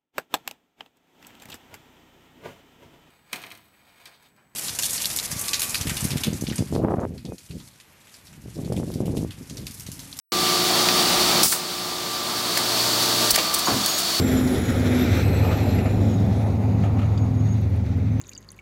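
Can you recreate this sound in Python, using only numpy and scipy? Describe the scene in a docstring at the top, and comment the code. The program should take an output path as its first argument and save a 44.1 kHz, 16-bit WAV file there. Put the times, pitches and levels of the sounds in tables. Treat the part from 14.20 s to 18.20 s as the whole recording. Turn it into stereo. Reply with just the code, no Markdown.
"""A diesel tractor pulls a long low-bed trailer past a kerb, a few metres away, and accelerates off.
First the lugged drive tyres hum by, the turbo whines and the engine clatters over a throbbing exhaust.
From about 1 s a rush swells and loose steel knocks; the trailer axles then roll past, humming.
Rumble, squeaks and ticks of grit run through the pass. By 4 s mostly exhaust and rumble remain."""
import sys
import numpy as np
from scipy import signal
from scipy.fft import rfft, irfft
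from scipy.io import wavfile
from scipy.ndimage import uniform_filter1d, map_coordinates

SR = 44100
rng = np.random.default_rng(int(sys.argv[2]) if len(sys.argv) > 2 else 0)


def generate_wav(sig):
    """Save sig (samples, or channels by samples) to the path in sys.argv[1] as 16-bit PCM at SR."""
    pcm = np.round(np.clip(np.atleast_2d(sig).T, -1, 1) * 32767).astype(np.int16)
    wavfile.write(sys.argv[1], SR, pcm)


N = 176400
TIME_S, BIN_HZ = np.arange(N) / SR, np.fft.rfftfreq(N, 1 / SR)

# Table levels are relative; the functions add trims.
# stones under the tyres (time [s], level [dB], centre [Hz])
GRIT_SNAPS = [(0.276, -34, 4700), (.597, -38, 6000), (1.432, -45, 9000), (2.3, -46, 4400),
              (3.411, -55, 13000), (3.495, -56, 12000), (3.56, -55, 9400), (3.661, -49, 4478),
              (3.772, -58, 12900)]
# small metal piece (centre [Hz], width [Hz], level [dB])
CLINK_MODES = [(3550, 550, -5), (4750, 350, 0), (6500, 2200, -9)]
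# rubbing steel (time [s], pitch [Hz], level [dB], half-length [s])
SQUEAKS = [(.82, 3630, -37, .03), (1.23, 4200, -46, .025), (1.495, 4100, -43, .015), (1.98, 3780, -47, .04)]
# loose steel (time [s], level [dB], decay [s], thud re knock [dB])
KNOCKS = [(1.211, -37, .01, -6), (1.249, -28.5, .011, -1), (1.316, -29, .024, 1), (1.432, -38, .02, -6),
          (1.558, -35, .01, -3), (1.589, -31, .014, 0), (1.66, -30.5, .022, -3), (2.639, -34, .036, 4),
          (2.773, -40, .012, -6), (2.793, -37, .015, -6), (2.82, -36, .034, -8)]
# scrape of a knock (frequency [Hz], density [dB])
SCRAPE_SPECTRUM = [(200, -22), (600, -3), (1000, -1.5), (1300, 15), (1700, 5.5), (2200, 2.5), (3000, -4),
                   (4000, -10), (6000, -15), (9000, -23.5), (15000, -34)]
# ring of the loose steel (centre [Hz], width [Hz], level [dB])
STEEL_MODES = [(1080, 40, -7), (1235, 45, 0), (1780, 70, -4), (2450, 120, -12), (2830, 120, -13)]
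# lower rushing band (time [s], centre [Hz], level [dB])
RUSH_TRACK = [(0, 2000, -75), (.7, 2220, -45), (1, 2542, -39.5), (1.6, 2554, -44), (2.2, 2487, -62.5),
              (4, 2450, -82)]
# rolling noise (time [s], rumble [dB], roar [dB])
ROLLING_LEVELS = [(0, -23.5, -24), (0.45, -22, -27), (0.85, -21, -25.5), (1.1, -22.5, -27.5),
                  (1.6, -21.5, -26.5), (2.0, -22.5, -30), (2.25, -21.5, -31), (2.58, -26, -32.5),
                  (2.8, -23, -34), (3.1, -25.5, -37), (3.5, -27, -38), (4, -24.5, -39)]
# trailer rumble (frequency [Hz], density [dB])
RUMBLE_SPECTRUM = [(20, -40), (32, -23), (47, -14), (65, -5.5), (110, 2), (160, -3.5), (220, -3.5),
                   (285, -3), (350, -41), (600, -58.5)]
# tyre roar (frequency [Hz], density [dB])
ROAR_SPECTRUM = [(180, -12.5), (300, -1.5), (385, -1), (440, -4), (520, -3.5), (650, -8), (810, -8),
                 (960, -15), (1300, -15.5), (3000, -79)]
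# trailer tyre hum (time [s], pitch [Hz], level [dB])
HUM_TRACK = [(0, 220, -29), (1.2, 218, -37), (1.9, 208, -25), (2.3, 198, -33.5), (2.6, 180, -24.5),
             (3, 185, -41.5), (4, 195, -39)]
# drive tyre tread (time [s], pitch [Hz], level [dB])
TREAD_TRACK = [(0, 129, -21), (.13, 128, -18), (.3, 127, -21), (.42, 126, -30), (.52, 125, -22),
               (.66, 124.5, -22.5), (.82, 124.5, -17.5), (.93, 124, -33), (1.4, 123, -70)]
# tread partials (harmonic, level [dB])
TREAD_HARMONICS = [(1, -18.5), (2, -0.5), (3, -17)]
# turbo (time [s], reference pitch [Hz], compressor level [dB])
TURBO_TRACK = [(0, 7620, -41.5), (.1, 7330, -41), (.22, 7050, -45), (.38, 6880, -46), (.47, 6830, -39.5),
               (.54, 6850, -47), (.6, 6870, -44), (.72, 6950, -50), (.85, 7700, -54), (.98, 8500, -56),
               (1.16, 7830, -54), (1.47, 7500, -53), (1.78, 6930, -56), (1.94, 6760, -48),
               (2.17, 6620, -63), (2.9, 6740, -66), (3.01, 6720, -51), (3.09, 6700, -63), (3.33, 6650, -49),
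               (3.45, 6600, -72), (3.85, 6350, -71), (4, 6220, -57)]
# turbine blade tone (time [s], level [dB])
TURBINE_LEVELS = [(0, -44.5), (.2, -46), (.3, -45), (.4, -43), (.62, -50.5), (.8, -45), (.89, -48),
                  (.96, -46), (1.06, -48), (1.14, -48), (1.4, -50), (1.65, -52.5), (1.8, -68), (2.05, -72),
                  (2.18, -58), (2.35, -79), (4, -78)]
# clatter and hiss (time [s], mids [dB], treble [dB], top [dB])
CLATTER_LEVELS = [(0.0, -35, -39, -40.5), (0.3, -35.5, -40, -41), (0.48, -35.5, -41, -44.5),
                  (0.86, -33, -38.5, -47.5), (0.97, -34, -38.5, -47), (1.08, -36.5, -46.5, -50),
                  (1.24, -37, -42.5, -50.5), (1.5, -39.5, -44, -53), (1.69, -41, -50, -54),
                  (1.95, -46, -47.5, -55.5), (2.15, -44.5, -51, -59), (2.34, -47, -52, -59.5),
                  (2.82, -48, -55, -64), (3.41, -50, -54, -64), (4.0, -48.5, -57, -73)]
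# its three bands (frequency [Hz], density [dB])
MIDS_SPECTRUM = [(500, -21), (900, 9), (1100, 2.5), (1350, 6), (1650, 0.5), (2000, 2), (2500, .5),
                 (2900, -3), (3600, -32)]
TREBLE_SPECTRUM = [(2300, -12), (2950, 5), (3400, 4), (3750, 2.5), (4300, -2), (4800, 0), (5600, -2),
                   (6400, -6.5), (7400, -5), (8400, -25), (11000, -52.5)]
TOP_SPECTRUM = [(6000, -28), (7800, 5), (8700, 0), (9700, 2.5), (11000, 7), (12500, 4), (13800, 4.5),
                (15500, -4)]
# engine speed (time [s], fifth-order pitch [Hz])
ENGINE_PITCH = [(0, 97.76), (0.7, 99.7), (1.4, 101.5), (2.35, 104.2), (3, 105.3), (3.65, 106.3), (4, 105.3)]
# booming exhaust lines (time [s], fifth order [dB], fourth order [dB])
BOOM_LEVELS = [(0, -24, -24), (0.22, -35, -32.5), (0.55, -27, -25), (0.75, -28, -28), (1.1, -20.5, -21.5),
               (1.55, -19.5, -26.5), (2.3, -20.5, -27.5), (2.65, -20, -25.5), (3.25, -19, -28),
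               (3.55, -23.5, -21), (4, -20.5, -25.5)]
# weaker exhaust lines (order, level re fifth [dB])
WEAK_ORDERS = [(2.5, -23), (6, -18.5), (7, -13), (9, -18.5), (9.5, -18), (12, -13)]
# direction of each vehicle (time [s], nominal left-channel lag [s])
TRACTOR_LAG = [(0, .00053), (.35, .000545), (1.4, .0005), (1.95, .00055), (2.5, .00047), (3, .00049),
               (4, .0005)]
TRAILER_LAG = [(0, .0005), (1.15, .00048), (1.3, .0002), (1.45, .00042), (1.9, .00042), (2.3, .00031),
               (3, .00029), (4, .00035)]
# scatter off road and barrier (frequency [Hz], gain [dB])
SCATTER_RESPONSE = [(30, -13), (100, -23), (300, -19), (600, -13), (1200, -8.5), (2500, -9.5), (5000, -6.5),
                    (14000, -3.5)]


def undb(db):
    """Decibels to gain."""
    return 10 ** (np.asarray(db) / 20)


def unit(x):
    """Scale to rms 1."""
    return x / np.sqrt(np.mean(x ** 2))


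def curve(table, column=1):
    """One column of a time table at every sample."""
    rows = np.array(table, float)
    return np.interp(TIME_S, rows[:, 0], rows[:, column])


def colour(x, spectrum):
    """Filter by (frequency [Hz], gain [dB]) points."""
    hz, db = np.array(spectrum, float).T
    return irfft(rfft(x) * undb(np.interp(np.log(BIN_HZ + 1), np.log(hz), db)), N)


def noise(spectrum):
    """Coloured noise, rms 1."""
    return unit(colour(rng.standard_normal(N), spectrum))


def walk(hz):
    """Smooth random motion up to about hz, rms 1."""
    return unit(irfft(rfft(rng.standard_normal(N)) / (1 + (BIN_HZ / hz) ** 2) ** 2, N))


def tone(hz, waver_db, wander_rad):
    """Sine with wavering level and phase, rms 1."""
    phase = 2 * np.pi * (np.cumsum(hz) / SR + rng.random())
    return unit(np.sin(phase + wander_rad * walk(7.6)) * undb(waver_db * walk(4.8)))


def band(hz, width_hz):
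    """Noise band on a steady or moving pitch, rms 1."""
    phase = 2 * np.pi * np.cumsum(np.full(N, hz)) / SR
    return unit(walk(width_hz) * np.sin(phase) + walk(width_hz) * np.cos(phase))


def resonances(modes):
    """Sum of noise bands, rms 1."""
    return unit(sum(undb(db) * band(hz, width_hz) for hz, width_hz, db in modes))


def swell(peak_s, spread_s):
    """Gaussian envelope."""
    return np.exp(-((TIME_S - peak_s) / spread_s) ** 2)


def strike(peak_s, rise_s, decay_s):
    """Envelope of a blow: linear rise, exponential fall."""
    age_s = TIME_S - peak_s
    return np.clip(age_s / rise_s + 1, 0, 1) * np.exp(-np.maximum(age_s, 0) / decay_s)


def grit(decay_s=0.0087, width_oct=0.38):
    """Small stones snap with a brief bright ring."""
    out = np.zeros(N)
    for at_s, db, hz in GRIT_SNAPS:
        offset_oct = np.log2((BIN_HZ + 1) / hz)
        ring = unit(irfft(rfft(rng.standard_normal(N)) / (1 + (offset_oct / width_oct) ** 2), N))
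        out += undb(db) * ring * (TIME_S >= at_s) * np.exp(-np.abs(TIME_S - at_s) / decay_s)
    return out


def clink():
    """A small piece of metal strikes the frame."""
    return undb(-40) * strike(peak_s=2.978, rise_s=.005, decay_s=.007) * resonances(CLINK_MODES)


def squeaks():
    """Steel rubs on steel: thin tones swell and die."""
    return sum(undb(db) * swell(at_s, spread_s) * band(hz, width_hz=75)
               for at_s, hz, db, spread_s in SQUEAKS)


def rattles(rise_s=.007, ring_db=-5, scrape_db=1):
    """Loose steel knocks in clusters: each knock scrapes, thuds in the deck and rings on."""
    scrape, thud, ring = np.zeros((3, N))
    for at_s, db, decay_s, thud_db in KNOCKS:
        knock = undb(db) * strike(at_s, rise_s, decay_s)
        scrape += knock
        thud += undb(thud_db) * knock
        ring = np.hypot(ring, undb(db + ring_db) * strike(at_s, rise_s, decay_s=.045))
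    contact = undb(scrape_db) * scrape * noise(SCRAPE_SPECTRUM) + thud * band(659, width_hz=320)
    roughness = unit(undb(2 * walk(132.5)))
    return roughness * contact + ring * resonances(STEEL_MODES)


def rush(width_hz=380, upper_ratio=1.6, upper_db=-8):
    """Two hollow noise bands rise and swell, then fade."""
    hz = curve(RUSH_TRACK)
    bands = band(hz, width_hz) + undb(upper_db) * band(hz * upper_ratio, width_hz)
    return undb(curve(RUSH_TRACK, 2)) * bands


def rolling():
    """The trailer rumbles; its tyres roar and hum on asphalt, brighter while the axles are near."""
    axles_near = swell(peak_s=2.36, spread_s=1.44)
    roar = noise(ROAR_SPECTRUM) + axles_near * undb(-5) * band(730, width_hz=260)
    hum = undb(curve(HUM_TRACK, 2)) * band(curve(HUM_TRACK), width_hz=51)
    # hiss thrown back behind the last axle
    wake = undb(-44.5) * swell(peak_s=2.87, spread_s=0.49) * band(1128, width_hz=490)
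    rumble = undb(curve(ROLLING_LEVELS) - 2.5) * noise(RUMBLE_SPECTRUM)
    roar_db = curve(ROLLING_LEVELS, 2) - 1 + 0.85 * walk(11.5)
    return rumble + undb(roar_db) * roar + hum + wake


def drive_tyres(rough_db=2.2):
    """Tread lugs hum unevenly, sinking in pitch as they pass."""
    hz = curve(TREAD_TRACK)
    lugs = sum(undb(db) * tone(k * hz, waver_db=0, wander_rad=0.034) for k, db in TREAD_HARMONICS)
    roughness = unit(undb(rough_db * walk(58)))
    return undb(curve(TREAD_TRACK, 2) - 1.5) * roughness * lugs


def turbo(wobble=.003, flutter_db=2.4, breathy_s=1.03, spread_s=.4):
    """Compressor and turbine blades whine on one wavering shaft, breathy near the top pitch."""
    hz = uniform_filter1d(curve(TURBO_TRACK), size=3000) * (1 + wobble * walk(18.6))
    breathy = undb(6) / (1 + ((TIME_S - breathy_s) / spread_s) ** 2)

    def blades(ratio):
        flutter = unit(undb(flutter_db * walk(30)))
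        whine = band(hz * ratio, width_hz=70)
        skirt = band(hz * ratio, width_hz=370 * ratio)
        return flutter * (whine + breathy * skirt)

    compressor = undb(curve(TURBO_TRACK, 2)) * blades(ratio=0.99)
    turbine = undb(curve(TURBINE_LEVELS)) * blades(ratio=11 / 7)
    return (compressor + turbine) / np.hypot(1, breathy)


def clatter(cycle_hz, firing_order=4, pulse_depth=0.04):
    """Engine noise and road hiss flicker, pulse faintly with the firings and dull with distance."""
    firing = np.cos(2 * np.pi * np.cumsum(cycle_hz * firing_order) / SR)
    pulsing = unit(np.exp(pulse_depth * firing) * undb(1.38 * walk(27)))
    mids = undb(curve(CLATTER_LEVELS) + 1.5) * noise(MIDS_SPECTRUM)
    treble = undb(curve(CLATTER_LEVELS, 2) + 1.5 + 1.54 * walk(20)) * noise(TREBLE_SPECTRUM)
    top = undb(curve(CLATTER_LEVELS, 3) - 1.5) * noise(TOP_SPECTRUM)
    return pulsing * (mids + treble + top)


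def exhaust(cycle_hz):
    """Fourth and fifth orders beat into a throb; weaker, rougher orders surround them."""
    fifth_gain = undb(curve(BOOM_LEVELS) - 1.5)
    fourth_gain = undb(curve(BOOM_LEVELS, 2) - 2)
    fifth = tone(5 * cycle_hz, waver_db=0.5, wander_rad=0.48)
    fourth = tone(4 * cycle_hz, waver_db=0.5, wander_rad=0.86)
    weak = sum(undb(db) * tone(k * cycle_hz, waver_db=4.5, wander_rad=0.64) for k, db in WEAK_ORDERS)
    return fifth_gain * (fifth + weak) + fourth_gain * fourth


def trailer():
    """Axles and steel."""
    return rolling() + rattles() + squeaks() + clink() + grit()


def tractor():
    """All sound from the tractor's direction."""
    cycle_hz = curve(ENGINE_PITCH) / 5
    return exhaust(cycle_hz) + drive_tyres() + turbo() + clatter(cycle_hz) + rush()


def stereo(source, lag_table, bass_hz=740, balance_db=1):
    """Left lags by direction, less in the bass; road and barrier scatter differs per channel."""
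    def delay(x, lag_share):
        positions = np.arange(N) - lag_share * curve(lag_table) * SR
        return map_coordinates(x, [positions], order=4, mode="mirror")

    direct = source()
    scattered = colour(source(), SCATTER_RESPONSE)  # independent draw
    left, right = direct + scattered, direct - scattered
    bass = signal.sosfiltfilt(signal.butter(4, bass_hz, fs=SR, output="sos"), left)
    left = delay(bass, lag_share=0.73) + delay(left - bass, lag_share=0.98)
    return np.array([left * undb(balance_db / 2), right * undb(-balance_db / 2)])


def scene():
    """Tractor and trailer, each from its own direction."""
    return stereo(tractor, TRACTOR_LAG) + stereo(trailer, TRAILER_LAG)


def record(dry):
    """Steep low-pass at 15.7 kHz."""
    return signal.sosfilt(signal.ellip(10, .2, 80, 15700, fs=SR, output="sos"), dry)


dry = scene()
out = record(dry)
generate_wav(out)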